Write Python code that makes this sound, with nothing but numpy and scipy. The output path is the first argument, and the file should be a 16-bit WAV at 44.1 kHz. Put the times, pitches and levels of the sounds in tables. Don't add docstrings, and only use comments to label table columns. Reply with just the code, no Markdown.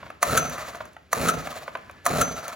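import sys
import numpy as np
from scipy import signal
from scipy.fft import rfft, irfft
from scipy.io import wavfile

SR = 44100
rng = np.random.default_rng(int(sys.argv[2]) if len(sys.argv) > 2 else 0)


def pcm_store(signal):
    levels = np.round(np.clip(np.atleast_2d(signal), -1, 1) * 32767)
    wavfile.write(sys.argv[1], SR, levels.astype(np.int16).T)


N = 112455

# start t/s, stroke/s, levels/dB of engine, rope, chatter and cup, engine rise/s,
# engine fall/(dB/s), rewind level/dB, time from start until the rewind fades/s
PULLS = [(0.226, 0.15, -32, -31.5, -13.5, -27.5, 0.08, 84.5, -35, 0.44),
         (1.128, 0.160, -30.5, -31.5, -15.5, -39.5, 0.088, 92.5, -36.5, 0.44),
         (2.059, 0.156, -30, -33, -16.5, -27, 0.057, 112, -37, 0.45)]
# f/Hz, T60/s, level/dB struck by the pawls, level/dB struck by the handle
HOUSING = [(553, 0.046, -18.5, -12.5), (707, 0.099, -9.5, -15), (1008, 0.08, -11, -17),
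           (1115, 0.037, -3, -7), (1245.5, 0.045, -1.5, -12), (1545, 0.028, -7, -8.5),
           (1748, 0.056, -11.5, -49.5), (1992, 0.032, -7.5, -19), (2440, 0.032, -19, -16.5)]
CRANK_HZ, REEL_HZ = 45.25, 1329.4


def engine():
    cavities = [(71, 11, -14), (162, 24, -1.5), (251, 26, -5.5), (460, 50, -9), (570, 90, -7.5),
                (690, 70, -7.5)]
    breath_spectrum = [(25, -31), (60, -13), (120, -23.5), (200, 7.5), (340, -0.5), (560, 3.5), (850, -18),
                       (1300, -24), (2500, -9.5), (6000, -56)]
    spin_up_s, coast_s = 0.0392, 0.3
    flow, chugs = 0, 0
    for start, stroke, db, *_, rise, fall, _, _ in PULLS:
        t = np.maximum(since(start), 0)
        coasting = np.maximum(t - stroke, 0)
        speed = CRANK_HZ * (1 - np.exp(-t / spin_up_s)) * np.exp(-coasting / coast_s)
        effort = np.minimum(t / rise, 1) * undb(db - fall * coasting)
        flow += effort * turning(speed, depth=0.56)
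        turn_pulses = np.diff(np.floor(np.cumsum(speed) / SR), prepend=0)
        chugs += effort * turn_pulses * np.sqrt(SR / CRANK_HZ)
    puffs = flow * grains(900, 2.6, 0.41) + undb(-2) * chugs
    sound = undb(-1) * shaped(flow * grains(1500, 2.3, 0.6), breath_spectrum)
    for hz, width, db in cavities:
        sound += undb(db) * resonate(puffs, ring(hz, t60=np.log(1000) / np.pi / width))
    return sound


def rope():
    jerks = [(0.298, -21), (0.320, -21), (0.352, -15.5), (0.396, -17), (0.429, -21), (1.216, -20),
             (1.26, -18), (1.339, -21), (2.168, -18), (2.296, -26.5)]
    rasp_spectrum = [(200, -20.5), (600, 8), (900, -5), (1270, 0.5), (2300, -5.5), (3400, -12.5),
                     (4150, -4.5), (4800, -14.5), (6300, -9), (10500, -12.5), (15500, -20.5)]
    growth_db, fall_s, take_up_s, tick_s = 6.5, 0.025, 0.0056, 0.0018
    drive, jolts = 0, np.zeros(N)
    for start, stroke, _, db, *_ in PULLS:
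        t = since(start)
        progress = np.clip(t / stroke, 0, 1)
        effort = undb(db + growth_db * (progress - 0.5)) * np.exp(-np.maximum(t - stroke, 0) / fall_s)
        slack = undb(-32) * np.exp(-abs(t) / take_up_s)
        drive += np.where(t > 0, effort, slack)
    for start, db in jerks:
        jolts[int(start * SR)] = undb(db)
    ticks = undb(-9.5) * convolve(jolts, np.exp(-since(0) / tick_s)) * rng.standard_normal(N)
    rasp = shaped(drive * grains(900, 3.5, 0.55) + ticks, rasp_spectrum)
    reel = ring(REEL_HZ, 0.018) + undb(-4.5) * (ring(594, 0.022) - ring(1045, 0.0072))
    rattle = undb(-2) * drive * turning(CRANK_HZ, depth=0.38) * grains(350, 2.8, 0.18)
    return rasp + resonate(rattle, reel) + convolve(jolts, reel)


def pawl_catches():
    catches = [(0.2275, -7.5, -16, 1.0, 0.85), (1.1292, -9, -16, 0.97, 0.66),
               (2.0535, -37, -24.5, 0.95, 0.55), (2.0625, -9.5, -17.5, 0.98, 0.93),
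               (2.0668, -22.5, -48, 0.76, 0.94)]
    return blows(catches, [db for _, _, db, _ in HOUSING], full_click_s=0.0058)


def pawl_release():
    cup_modes = [(1, 0, .52), (1.016, -10, .1), (.955, -21, .16)]
    chatter_spectrum = [(200, -15), (550, 15), (900, -14.5), (1350, 20.5), (1900, 1.5), (4000, 1),
                        (5100, -9.5), (6200, 5), (10700, -0.5), (15300, -13.5)]
    rise_s, fall_s = 0.0043, 0.0086
    cup_hz, sag_hz_per_s, drift_rad = 6135, 340, 0.03
    chatter, squawk, cup = 0, 0, 0
    for start, stroke, _, _, chatter_db, cup_db, *_ in PULLS:
        t = since(start + stroke)
        chatter += undb(chatter_db) * np.exp(np.where(t < 0, t / rise_s, -t / fall_s))
        squawk += squeak(start + stroke + 0.005193, half_s=0.0064, db=chatter_db - 1)
        age = np.maximum(t, 0)
        phase = 2 * np.pi * (cup_hz - sag_hz_per_s * age / 2) * age
        phase += (t > 0) * drift_rad * np.cumsum(rng.standard_normal(N))
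        for ratio, db, t60 in cup_modes:
            cup += undb(cup_db + db) * np.sin(ratio * phase) * decay(age, t60)
    return shaped(chatter * grains(2300, 0.71, 1.0), chatter_spectrum) + squawk + cup


def handle_knocks():
    knocks = [(0.029, -26, -75, 0.93), (0.065, -26.5, -72, 0.96), (0.102, -24, -45.5, 1.09),
              (0.496, -31, -30.5, 1.27), (0.581, -21.5, -36, 1.13), (0.747, -23.5, -53, 0.97),
              (0.755, -46, -43, 1.4), (0.8055, -17.5, -58, 0.93), (0.854, -31, -42.5, 1.04),
              (0.9305, -56.5, -54, 0.85), (0.9655, -29.5, -57, 1.26), (1.471, -17.5, -37, 1.11),
              (1.679, -18, -63, 0.95), (1.752, -13.5, -48.5, 0.96), (1.771, -28, -49, 1.08),
              (1.896, -26.5, -52, 1.016), (1.911, -51, -45, 1.1), (2.480, -23.5, -28.5, 1.15)]
    sustain = 0.8
    return blows([(*row, sustain) for row in knocks], [db for *_, db in HOUSING], full_click_s=0.0035)


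def blows(events, mode_db, full_click_s, size=8192):
    click_spectrum = [(300, -36), (1200, 2.5), (3000, -4.5), (4400, 3.5), (5300, -6.5), (6200, 14),
                      (7300, 2.5), (9700, 8), (12000, -1), (15500, -2)]
    crunch_spectrum = [(150, -19.5), (600, 8), (1200, -2.5), (2200, -4), (3500, -11), (9000, -47.5)]
    body, grit, clicks = np.zeros((3, N + size))
    t = np.arange(size) / SR
    force = np.exp(-t / 45e-6)
    onset = 1 - np.exp(-t / 450e-6)
    for start, db, click_db, pitch, sustain in events:
        modes = 0
        for k, ((hz, t60, *_), level) in enumerate(zip(HOUSING, mode_db)):
            detune = 1 + 0.014 * rng.standard_normal()
            modes += (-1) ** k * undb(level) * ring(hz * pitch * detune, t60 * sustain, size)
        span = slice(int(start * SR), int(start * SR) + size)
        body[span] += undb(db) * signal.fftconvolve(modes, force / force.sum())[:size]
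        grit[span] += undb(db - 12.5) * onset * np.exp(-t / (0.0064 * sustain))
        clicks[span] += undb(click_db) * onset * np.exp(-t / (full_click_s * sustain))
    crunch = shaped(grit[:N] * rng.standard_normal(N), crunch_spectrum)
    return body[:N] + crunch + shaped(clicks[:N] * rng.standard_normal(N), click_spectrum)


def rewind():
    hiss_spectrum = [(120, -4.5), (400, -7), (640, 8), (870, -5), (1270, -1), (1900, -5.5), (3100, -13),
                     (4200, -10.5), (5100, -16.5), (6600, -14), (15300, -26)]
    squeaks = [(0.467, 0.004, -26.5), (2.383, 0.0098, -34.5), (2.458, 0.0054, -33.5), (2.521, 0.0021, -31)]
    turn_hz, rise_s, fall_db_per_s = 30.6, 0.017, 94
    drive = 0
    for start, stroke, *_, db, fade_at in PULLS:
        t = since(start)
        onset = np.clip((t - stroke) / rise_s, 0, 1)
        drive += onset * undb(db - fall_db_per_s * np.maximum(t - fade_at, 0))
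    friction = drive * grains(2000, 3, 0.8) * turning(turn_hz / 2, depth=0.48, jitter=0.41)
    contacts = drive * grains(190, 2, 0.1) * turning(turn_hz, depth=1.6, jitter=0.3965)
    housing = sum((-1) ** k * undb(db) * ring(hz, t60) for k, (hz, t60, db, _) in enumerate(HOUSING))
    hiss = undb(-2) * shaped(friction, hiss_spectrum)
    scrape = undb(-8) * resonate(contacts, housing)
    return hiss + scrape + sum(squeak(*row) for row in squeaks)


def squeak(centre, half_s, db):
    waver = 0.0396 * np.cumsum(rng.standard_normal(N))
    return swell(centre, half_s, db) * np.sin(2 * np.pi * REEL_HZ * since(centre) + waver)


def rustle():
    shifts = [(0.042, 0.082, -47), (0.787, 0.09, -49), (1.797, 0.29, -51)]
    cloth_spectrum = [(180, 3), (600, -5), (1800, -5.5), (3200, -14.5), (15000, -37)]
    return shaped(sum(swell(*row) for row in shifts) * grains(1200, 3.8, 0.84), cloth_spectrum)


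def faint_tone():
    waver = 0.013 * np.cumsum(rng.standard_normal(N))
    return swell(1.97, half_s=0.11, db=-57) * np.sin(2 * np.pi * 1720 * since(0) + waver)


def outdoor_air():
    air_spectrum = [(45, -4.5), (70, 8.5), (140, -1.5), (620, -9.5), (850, -21), (1150, -12.5),
                    (1800, -15.5), (3000, -20), (6000, -31), (15000, -43)]
    return undb(-55.5) * shaped(rng.standard_normal(N), air_spectrum)


def yard(x):
    t = since(0.011)
    tail = (t > 0) * decay(np.maximum(t, 0), t60=0.4)
    tail /= np.linalg.norm(tail)
    dull = colour(x, [(100, -5), (600, 0), (2500, 0), (6000, -11)])
    return undb(-8.5) * np.array([convolve(dull, rng.standard_normal(N) * tail) for _ in range(2)])


def widen(x):
    side_spectrum = [(60, -20), (400, -12), (1300, -9.5), (2400, -4.5), (5000, -3.5), (9000, 1)]
    scatter_s, scatter_share = 0.003, 0.22
    scatter = colour(rng.standard_normal(N) * np.exp(-since(0) / scatter_s), [(300, -2.5), (2500, -12)])
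    scattered = np.sqrt(scatter_share) * resonate(x, scatter)
    quadrature = np.sqrt(1 - scatter_share) * signal.hilbert(x).imag
    hz, db = np.array(side_spectrum, float).T
    gain = undb(np.interp(np.arange(N // 2 + 1) * SR / N, hz, db))
    side = irfft(rfft(scattered + quadrature) * gain, N)
    return np.array([x + side, x - side])


def grains(rate, spread_db, smooth):
    hits = (rng.random(N) < rate / SR) * rng.choice([-1, 1], N)
    sizes = undb(spread_db * np.clip(rng.standard_normal(N), -2, 2))
    return unit(unit(hits * sizes) + smooth * rng.standard_normal(N))


def turning(hz, depth, jitter=0.2):
    wobble = np.interp(np.arange(N), np.linspace(0, N, 60), rng.standard_normal(60))
    phase = 2 * np.pi * np.cumsum(hz * (1 + jitter * wobble)) / SR
    return unit(np.exp(depth * np.cos(phase)))


def ring(hz, t60, size=SR):
    t = np.arange(size) / SR
    return np.sin(2 * np.pi * hz * t) * decay(t, t60)


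def decay(t, t60):
    return np.exp(-np.log(1000) * t / t60)


def swell(centre, half_s, db):
    return undb(db) * np.exp(-(since(centre) / half_s) ** 2 / 2)


def colour(x, points, size=4096):
    hz, db = np.array(points, float).T
    grid = np.maximum(np.arange(size // 2 + 1) * SR / size, 1)
    gain = undb(np.interp(np.log(grid), np.log(hz), db))
    cepstrum = irfft(np.log(gain))
    cepstrum[1:size // 2] *= 2
    cepstrum[size // 2 + 1:] = 0
    return convolve(x, irfft(np.exp(rfft(cepstrum))))


def shaped(x, points):
    return resonate(x, colour(np.ones(1), points))


def resonate(x, response):
    return convolve(x, response / np.linalg.norm(response))


def convolve(x, response):
    return signal.fftconvolve(x, response)[:N]


def since(start):
    return np.arange(N) / SR - start


def undb(db):
    return 10 ** (np.asarray(db) / 20)


def unit(x):
    return x / np.sqrt(np.mean(x ** 2) + 1e-20)


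def scene():
    trimmer = pawl_catches() + handle_knocks() + engine() + rope() + pawl_release() + rewind() + rustle()
    background = outdoor_air() + faint_tone()
    return widen(trimmer + background) + yard(trimmer)


def record(dry):
    microphone = [(24, -29), (48, -8.5), (65, -2), (7700, 0.5), (8550, -21), (9300, -0.5), (12300, 3.5),
                  (13400, -33.5), (14600, 5)]
    heard = np.array([colour(channel, microphone) for channel in dry])
    low_pass = signal.ellip(10, 0.2, 70, 15900, fs=SR, output="sos")
    return signal.sosfilt(low_pass, heard)


dry = scene()
out = record(dry)
pcm_store(out)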